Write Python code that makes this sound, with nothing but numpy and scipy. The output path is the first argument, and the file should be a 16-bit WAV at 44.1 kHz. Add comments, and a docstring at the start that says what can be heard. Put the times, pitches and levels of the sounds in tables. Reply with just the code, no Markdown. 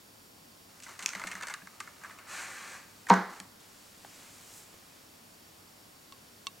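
"""A thin plastic blister tray crinkles over quiet room noise as a chocolate lolly is pressed into it.
Its creases tick, its side walls ring, and the sweet scrapes by stick-slip. The tray is slid over the
table, then its floor buckles back with one hollow pop as the fingers let go. A sleeve brushes the
table and the button of a nearby camera clicks twice. The small room adds a short tail."""
import sys
import numpy as np
from scipy import signal
from scipy.fft import rfft, irfft
from scipy.io import wavfile

SR = 44100
rng = np.random.default_rng(int(sys.argv[2]) if len(sys.argv) > 2 else 0)


def file_out(sig):
    """Save sig as 16-bit WAV at sys.argv[1]."""
    # one column per channel
    cols = np.atleast_2d(sig).T
    # limit, then scale
    lim = np.clip(cols, -1, 1)
    pcm = np.round(lim * 32767).astype(np.int16)
    wavfile.write(sys.argv[1], SR, pcm)


N = 291060
T = np.arange(N) / SR

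# room rumble and microphone hiss: freq_hz, level_db
NOISE_SPECTRUM = [(20, -15), (50, -8.5), (100, 0), (125, -3), (170, 1), (280, 0.5), (400, -4.5), (900, -7),
                  (2000, -12.5), (4000, -12), (7500, -15), (10000, -13.5), (16000, -16)]
# camera hiss: freq_hz, level_db
CAMERA_HISS_SPECTRUM = [(4000, -24), (4550, 4), (4950, -10), (5430, 3), (6100, -12.5), (7000, -6.5),
                        (7600, -3), (8500, -34.5)]
# mains hum and camera whine: pitch_hz, level_db
STEADY_TONES = [(100, -74.5), (1066, -81), (6900, -80), (7500, -85), (8650, -82.5)]
# stereo width of the room noise: freq_hz, side_gain_db
NOISE_WIDTH = [(110, -15.5), (200, -11.5), (380, -2), (700, 1), (1300, 2), (2400, -1), (4400, -4),
               (8100, -7.5), (15000, -36.5)]
# stereo width of the reflections: freq_hz, side_gain_db
REFLECTION_WIDTH = [(200, -11.5), (700, -6.5), (1400, -7), (4400, -3.5), (8000, -2.5), (14000, -68)]
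# sleeve on the table: time_s, drag_db, hiss_db
SLEEVE_LEVELS = [(3.6, -62.5, -68), (4.0, -62, -66), (4.16, -56, -59.5), (4.3, -58, -60.5),
                 (4.44, -59, -59), (4.58, -59.5, -52), (4.68, -63.5, -65), (5.0, -64, -75),
                 (5.3, -68.5, -75)]
# cloth drag: freq_hz, level_db
DRAG_SPECTRUM = [(200, -4), (700, -0.5), (2200, 0.5), (4500, -2.5), (7500, -4), (10000, -12), (16000, -34)]
# fine cloth hiss: freq_hz, level_db
CLOTH_HISS_SPECTRUM = [(2500, -17.5), (5000, -8.5), (7500, -1.5), (10000, -7.5), (16000, -16)]
# dull contacts on tray and table: start_s, level_db, pitch_hz
SOFT_TOUCHES = [(1.246, -47, 328), (4.048, -48, 700), (4.74, -54, 283)]
# camera button presses: start_s, level_db, treble_db
BUTTON_PRESSES = [(6.1234, -40, -7.5), (6.469, -29, -0.5)]
# button resonances: pitch_hz, level_db, t60_s
CLICK_MODES = [(1103, -5, 0.061), (2260, -12, 0.028), (2710, -5.5, 0.042), (3300, 8.5, 0.0046),
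               (3770, -0.5, 0.019), (3780, -20, 0.12), (4330, 3, 0.012), (5840, -1, 0.011),
               (6370, -4.5, 0.011), (8000, -0.5, 0.0058)]
# fingertips on the tray floor: start_s, level_db
FINGER_PUSHES = [(1.03, -44), (1.155, -38), (1.258, -37.5), (1.345, -42), (1.625, -43), (3.402, -40)]
# flexing tray base: freq_hz, level_db
PANEL_SPECTRUM = [(130, -45.5), (186, -10.5), (240, -15.5), (600, -8.5), (950, -6), (1150, 0.5),
                  (1800, 0.5), (2400, -4), (3400, -16), (6000, -51)]
# small side walls: freq_hz, level_db
WALL_SPECTRUM = [(300, -26.5), (700, -13), (1100, -2), (1700, 2.5), (2150, -1), (2700, -18), (5000, -30.5),
                 (15000, -51)]
# stiff creases: freq_hz, level_db
CREASE_SPECTRUM = [(1200, -23), (2500, 1.5), (3400, -5), (4200, 0), (5100, -5), (6300, 0.5), (8300, -1.5),
                   (9300, -7.5), (12000, -13.5), (16000, -28)]
# one long light hold, then single hand strokes: start_s, length_s, panel_db, crease_db
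RUB_STROKES = [(0.68, 1.45, -65, -66), (0.863, 0.047, -51, -56.5), (0.985, 0.14, -49.5, -53),
               (1.138, 0.24, -48, -57), (1.395, .11, -49.5, -69), (1.804, 0.025, -58.5, -65),
               (2.005, 0.27, -56, -71), (2.871, 0.23, -66, -63.5), (3.285, 0.086, -53.5, -55.5)]
# clearest crinkles: start_s, spread_s, wall_db, crease_db
CLEAR_CRINKLES = [(0.802, .002, -62, -55), (0.823, 0.0097, -60, -52), (0.834, 0.017, -58, -46),
                  (0.862, .005, -47, -67), (0.991, 0.007, -44.5, -47.5), (1.025, 0.0078, -48, -41),
                  (1.133, .0015, -41, -48), (1.150, 0.0034, -37.5, -46), (1.197, 0.0015, -42, -48),
                  (1.216, 0.0016, -40, -52), (1.238, 0.0019, -38, -47), (1.270, 0.011, -38, -40),
                  (1.314, 0.009, -39, -43), (1.353, .0012, -41, -47), (1.410, 0.0027, -44, -51),
                  (1.424, 0.0081, -38.5, -44.5), (1.433, 0.0028, -39.5, -45.5),
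                  (1.470, 0.0054, -42.5, -43.5), (1.483, .006, -42.5, -44.5), (1.498, 0.021, -37.5, -44.5),
                  (1.539, 0.0032, -39, -40), (1.618, .0015, -52, -66), (1.672, 0.0014, -46.5, -56),
                  (1.803, .004, -38.5, -41.5), (1.874, 0.0065, -46.5, -64), (2.036, 0.0032, -45.5, -55),
                  (2.046, 0.014, -40.5, -57), (2.096, 0.0012, -49, -68), (2.106, 0.0023, -51, -74),
                  (2.187, 0.005, -49, -58), (3.067, 0.0049, -43.5, -54), (3.086, 0.014, -34, -41.5),
                  (3.401, 0.0013, -47.5, -43.5)]
# creases flipping over: start_s, level_db
CREASE_FLIPS = [(0.9928, -31.5), (1.0605, -11.5), (1.072, -38), (1.0905, -23.5), (1.2694, -43),
                (3.0987, -18.5), (3.131, -34), (3.1392, -24)]
# resonances of a flipping crease: pitch_hz, level_db, t60_s
CREASE_MODES = [(2040, -6.5, 0.0033), (2555, -5, 0.01), (3400, -13.5, 0.0096), (4320, -8, 0.0039),
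                (5580, -3, 0.0046), (6410, -3.5, 0.008), (7200, -5.5, 0.0056), (8780, -10.5, 0.0037),
                (10400, -17, .003), (12400, -19, .003), (14000, -21, .003)]
# tray floor buckling: start_s, level_db
BUCKLES = [(3.0987, -29), (3.1023, -9), (3.133, -31)]
# tray floor resonances: pitch_hz, level_db, t60_s
TRAY_MODES = [(185.3, -7.5, 0.26), (209, -10.5, 0.18), (270, -13.5, 0.069), (334, -22.5, 0.25),
              (396, -23.5, 0.39), (421, -17.5, 0.15), (498, -13.5, 0.17), (576, -40, 0.45), (680, -17, .28),
              (761, -11, .13), (816, -14, .18), (840, -12.5, 0.094), (925, -0.5, .045), (917.5, -12, 0.075),
              (935, -2, 0.12), (1028, -10, 0.16), (1048, -17.5, 0.34), (1143, -17, 0.21), (1227, -26, 0.41),
              (1234, -2, 0.023), (1495, -19.5, 0.3), (1536, -16.5, 0.29), (1750, -24, 0.21),
              (1910, -26, 0.36), (2160, -11, 0.023), (2885, -13.5, 0.0076), (4100, -9.5, 0.0079)]
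# dense weaker modes of the whole tray: freq_hz, level_db
SHUDDER_SPECTRUM = [(140, -58.5), (200, -27.5), (280, -8), (600, -9.5), (950, -1), (1300, -4.5), (1700, -6),
                    (2100, -9), (2650, -25.5), (4300, -23), (7000, -33.5), (15000, -51)]


def undb(db):
    """Decibels to gain."""
    return 10 ** (np.asarray(db) / 20)


def unit(x):
    """Scale to unit rms."""
    return x / np.sqrt(np.mean(x ** 2))


def convolve(x, response):
    """Convolution cut to scene length."""
    return signal.oaconvolve(x, response)[:N]


def bin_gains(spectrum, size):
    """FFT bin gains from (freq_hz, level_db) rows, interpolated in log frequency."""
    freq_hz, level_db = np.transpose(spectrum)
    bins_hz = np.maximum(np.arange(size // 2 + 1) * SR / size, 1)
    return undb(np.interp(np.log(bins_hz), np.log(freq_hz), level_db))


def colour(spectrum, size=4096):
    """Minimum-phase response of unit energy."""
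    cepstrum = irfft(np.log(bin_gains(spectrum, size)))
    cepstrum[1:size // 2] *= 2
    cepstrum[size // 2 + 1:] = 0
    response = irfft(np.exp(rfft(cepstrum)))
    return response / np.linalg.norm(response)


def stereo_side(x, width):
    """Filtered side signal, opposite in left and right."""
    return np.outer([1, -1], irfft(rfft(x) * bin_gains(width, N), N))


def fade(t60_s, size=32768):
    """Exponential decay."""
    return np.exp(-np.log(1000) * T[:size] / t60_s)


def tail(t60_s):
    """Dense modes dying together: decaying noise of unit energy."""
    envelope = fade(t60_s)
    noise = envelope * rng.standard_normal(len(envelope))
    return noise / np.linalg.norm(noise)


def ring(modes, size=32768):
    """Damped modes of alternating sign."""
    return sum((-1) ** k * undb(level_db) * fade(t60_s) * np.sin(2 * np.pi * pitch_hz * T[:size])
               for k, (pitch_hz, level_db, t60_s) in enumerate(modes))


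def add(track, start_s, sound):
    """Mix a sound in place."""
    start = int(start_s * SR)
    track[start:start + len(sound)] += sound[:N - start]


def impulses(rows):
    """One impulse per (start_s, level_db) row."""
    track = np.zeros(N)
    for start_s, level_db in rows:
        add(track, start_s, undb([level_db]))
    return track


def burst(drive, response, level_db):
    """Short filtered sound with the energy of 10 ms at level_db."""
    sound = signal.fftconvolve(drive, response)
    return sound * undb(level_db) * np.sqrt(SR / 100) / np.linalg.norm(sound)


def background(noise_db=-57.5, hiss_db=-67):
    """Diffuse room noise, mains hum, camera hiss and whine."""
    mid, side = (undb(noise_db) * convolve(noise, colour(NOISE_SPECTRUM))
                 for noise in rng.standard_normal((2, N)))
    hiss = undb(hiss_db) * convolve(rng.standard_normal(N), colour(CAMERA_HISS_SPECTRUM))
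    tones = sum(np.sqrt(2) * undb(level_db) * np.sin(2 * np.pi * (pitch_hz * T + rng.random()))
                for pitch_hz, level_db in STEADY_TONES)
    return mid + hiss + tones + stereo_side(side, NOISE_WIDTH)


def room(x, wet_db, early_db, late_t60_s=0.36, early_t60_s=0.04, late_side_db=-3):
    """Walls add a diffuse tail after 5 ms; early reflections widen the sound."""
    late, late_side = (undb(wet_db) * convolve(x, np.pad(tail(late_t60_s), (SR // 200, 0)))
                       for _ in range(2))
    side = undb(early_db) * convolve(x, tail(early_t60_s)) + undb(late_side_db) * late_side
    return x + late + stereo_side(side, REFLECTION_WIDTH)


def sleeve(grain_db=3):
    """Cloth fibres drag over the table, briefly brighter before fading."""
    time_s, drag_db, hiss_db = np.transpose(SLEEVE_LEVELS)
    fibres = unit(rng.standard_normal((2, N)) * undb(grain_db * rng.standard_normal((2, N))))
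    drag = convolve(fibres[0], colour(DRAG_SPECTRUM)) * undb(np.interp(T, time_s, drag_db))
    hiss = convolve(fibres[1], colour(CLOTH_HISS_SPECTRUM)) * undb(np.interp(T, time_s, hiss_db))
    return (drag + hiss) * (T > time_s[0])


def touches(t60_cycles=9, skirt_db=-16):
    """Soft contacts thud around one pitch each."""
    out = np.zeros(N)
    for start_s, level_db, pitch_hz in SOFT_TOUCHES:
        thud = colour([(pitch_hz / 3, skirt_db), (pitch_hz, 0),
                       (pitch_hz * 3, skirt_db), (pitch_hz * 10, 2 * skirt_db)])
        add(out, start_s, burst(tail(t60_cycles / pitch_hz), thud, level_db))
    return out


def button(rattle_db=-9, rattle_t60_s=0.026):
    """Light half press, then a brighter full click; the high modes rattle the casing."""
    out = np.zeros(N)
    low, high = ring(CLICK_MODES[:1]), ring(CLICK_MODES[1:])
    for start_s, level_db, treble_db in BUTTON_PRESSES:
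        rattle = undb(rattle_db) * signal.fftconvolve(high, tail(rattle_t60_s))[:len(high)]
        add(out, start_s, undb(level_db) * (low - undb(treble_db) * (high + rattle)))
    return out


def pushes(damping_t60_s=0.46):
    """Fingertips nudge and damp the three lowest tray floor modes."""
    return convolve(impulses(FINGER_PUSHES), ring(TRAY_MODES[:3]) * fade(damping_t60_s))


def stroke(start_s, length_s, attack_s, release_s, slope_db_per_s):
    """Force of one hand movement: ramp, sloping hold, exponential release."""
    age_s = np.maximum(T - start_s, 0)
    attack = np.minimum(age_s / attack_s, 1)
    release = np.exp(-np.maximum(age_s - length_s, 0) / release_s)
    return attack * undb(slope_db_per_s * age_s) * release


def friction(panel_force, crease_force, scatter_db, slips_per_s, panel_t60_s, contacts=3, size=4096):
    """Dense stick-slip; each contact stirs its own mix of panel modes and ticks the creases."""
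    slips = np.zeros((contacts, N))
    slipping = rng.random((contacts, N)) < slips_per_s / SR
    sign, strength = rng.standard_normal((slipping.sum(), 2)).T
    slips[slipping] = np.sign(sign) * undb(scatter_db * np.clip(strength, -2, 2))
    slips = unit(slips) / np.sqrt(contacts)
    flex = sum(convolve(contact * panel_force, tail(panel_t60_s)[:size]) for contact in slips)
    ticks = slips.sum(axis=0) * crease_force
    return convolve(flex, colour(PANEL_SPECTRUM)) + convolve(ticks, colour(CREASE_SPECTRUM))


def sliding(panel_db=-45, crease_db=-48.5, shove_panel_db=3, shove_crease_db=4.5,
            shove_s=2.388, shove_width_s=0.085):
    """The tray hisses over the table: a louder, brighter shove eases into a glide."""
    force = stroke(start_s=2.253, length_s=0.5, attack_s=0.069, release_s=0.073, slope_db_per_s=-6.5)
    shove = np.exp(-((T - shove_s) / shove_width_s) ** 2)
    panel_force = force * undb(panel_db + shove_panel_db * shove)
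    crease_force = force * undb(crease_db + shove_crease_db * shove)
    return friction(panel_force, crease_force, scatter_db=1, slips_per_s=2300, panel_t60_s=0.057)


def crinkles(rows, wall_t60_s=0.025, scatter_db=3, first_slip=0.6, slips_per_s=8000,
             soften_hz=13000, size=4096):
    """Slip clusters: creases tick at once, walls ring on. Returns wall and crease tracks."""
    wall = colour(WALL_SPECTRUM)
    crease = signal.sosfilt(signal.butter(2, soften_hz, fs=SR, output="sos"), colour(CREASE_SPECTRUM))
    walls, creases = np.zeros((2, N))
    for start_s, spread_s, wall_db, crease_db in rows:
        sign, strength = rng.standard_normal((2, size))
        slipping = rng.random(size) < slips_per_s / SR
        slips = np.sign(sign) * slipping * undb(scatter_db * np.clip(strength, -2, 2))
        slips[0] = first_slip * undb(scatter_db)
        slips *= np.exp(-T[:size] / spread_s)
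        flex = signal.fftconvolve(slips, tail(wall_t60_s)[:size])
        add(walls, start_s, burst(flex, wall, wall_db))
        add(creases, start_s, burst(slips, crease, crease_db))
    return walls, creases


def small_crinkles(relative_db=-3, scatter_db=3, spread_s=0.0023, count=56):
    """Unevenly spaced crinkles during the long hold, at unit force."""
    hold_start_s, hold_length_s = RUB_STROKES[0][:2]
    chance = rng.random((count, 3))
    starts_s = hold_start_s + hold_length_s * (np.arange(count) + chance[:, 0]) / count
    levels_db = relative_db + scatter_db * (2 * chance[:, 1:] - 1)
    return crinkles(np.column_stack([starts_s, np.full(count, spread_s), levels_db]))


def sticking(build_s=0.014, dip_db=-2.5, size=4096):
    """Rubbing gain: dips as the sweet sticks, returns as each clear crinkle lets go."""
    tension, build = np.zeros(N), np.exp(-T[:size] / build_s)[::-1]
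    for start_s, *_ in CLEAR_CRINKLES:
        add(tension, start_s - size / SR, build)
    return undb(dip_db * np.minimum(tension, 1))


def rubbing(scrape_db=-1.5):
    """The sweet is pressed home; the same force drives scrape and faint crinkles."""
    strokes = np.array([stroke(start_s, length_s, attack_s=0.018, release_s=0.042, slope_db_per_s=1.5)
                        for start_s, length_s, _, _ in RUB_STROKES])
    stroke_gains = undb(np.array(RUB_STROKES)[:, 2:])
    panel_force, crease_force = stroke_gains.T @ strokes * sticking()
    walls, creases = small_crinkles()
    scrape = friction(panel_force, crease_force, scatter_db=4.5, slips_per_s=1400, panel_t60_s=0.035)
    return undb(scrape_db) * scrape + walls * panel_force + creases * crease_force


def snaps():
    """Creases flip over and ring briefly."""
    return convolve(impulses(CREASE_FLIPS), ring(CREASE_MODES))


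def pop(shudder_db=17, shudder_t60_s=0.39, linger_db=11, linger_t60_s=0.71, spread_s=0.0027,
        low_cut_hz=170):
    """The tray floor flips like a drum skin; a shudder spreads through the whole tray."""
    dense_modes = undb(shudder_db) * tail(shudder_t60_s) + undb(linger_db) * tail(linger_t60_s)
    dense_modes *= 1 - np.exp(-T[:len(dense_modes)] / spread_s)
    kicks = impulses(BUCKLES)
    ringing = convolve(kicks, ring(TRAY_MODES))
    shudder = convolve(convolve(kicks, dense_modes), colour(SHUDDER_SPECTRUM))
    # a small sheet radiates little below its first mode
    low_cut = signal.ellip(4, 1, 23, low_cut_hz, "high", fs=SR, output="sos")
    return signal.sosfilt(low_cut, ringing + shudder)


def scene():
    """Tray, hand and camera in the room, in stereo."""
    walls, creases = crinkles(CLEAR_CRINKLES)
    handling = walls + creases + rubbing() + sliding() + pushes() + touches() + sleeve()
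    return (room(handling, wet_db=-13.5, early_db=-16.5)
            + room(snaps(), wet_db=-12.5, early_db=-16)
            + room(pop(), wet_db=-11, early_db=-12.5)
            + room(button(), wet_db=-35, early_db=-8)
            + background())


def record(dry, cutoff_hz=15900):
    """The camera cuts the top treble."""
    return signal.sosfilt(signal.ellip(10, 0.1, 80, cutoff_hz, fs=SR, output="sos"), dry)


dry = scene()
out = record(dry)
file_out(out)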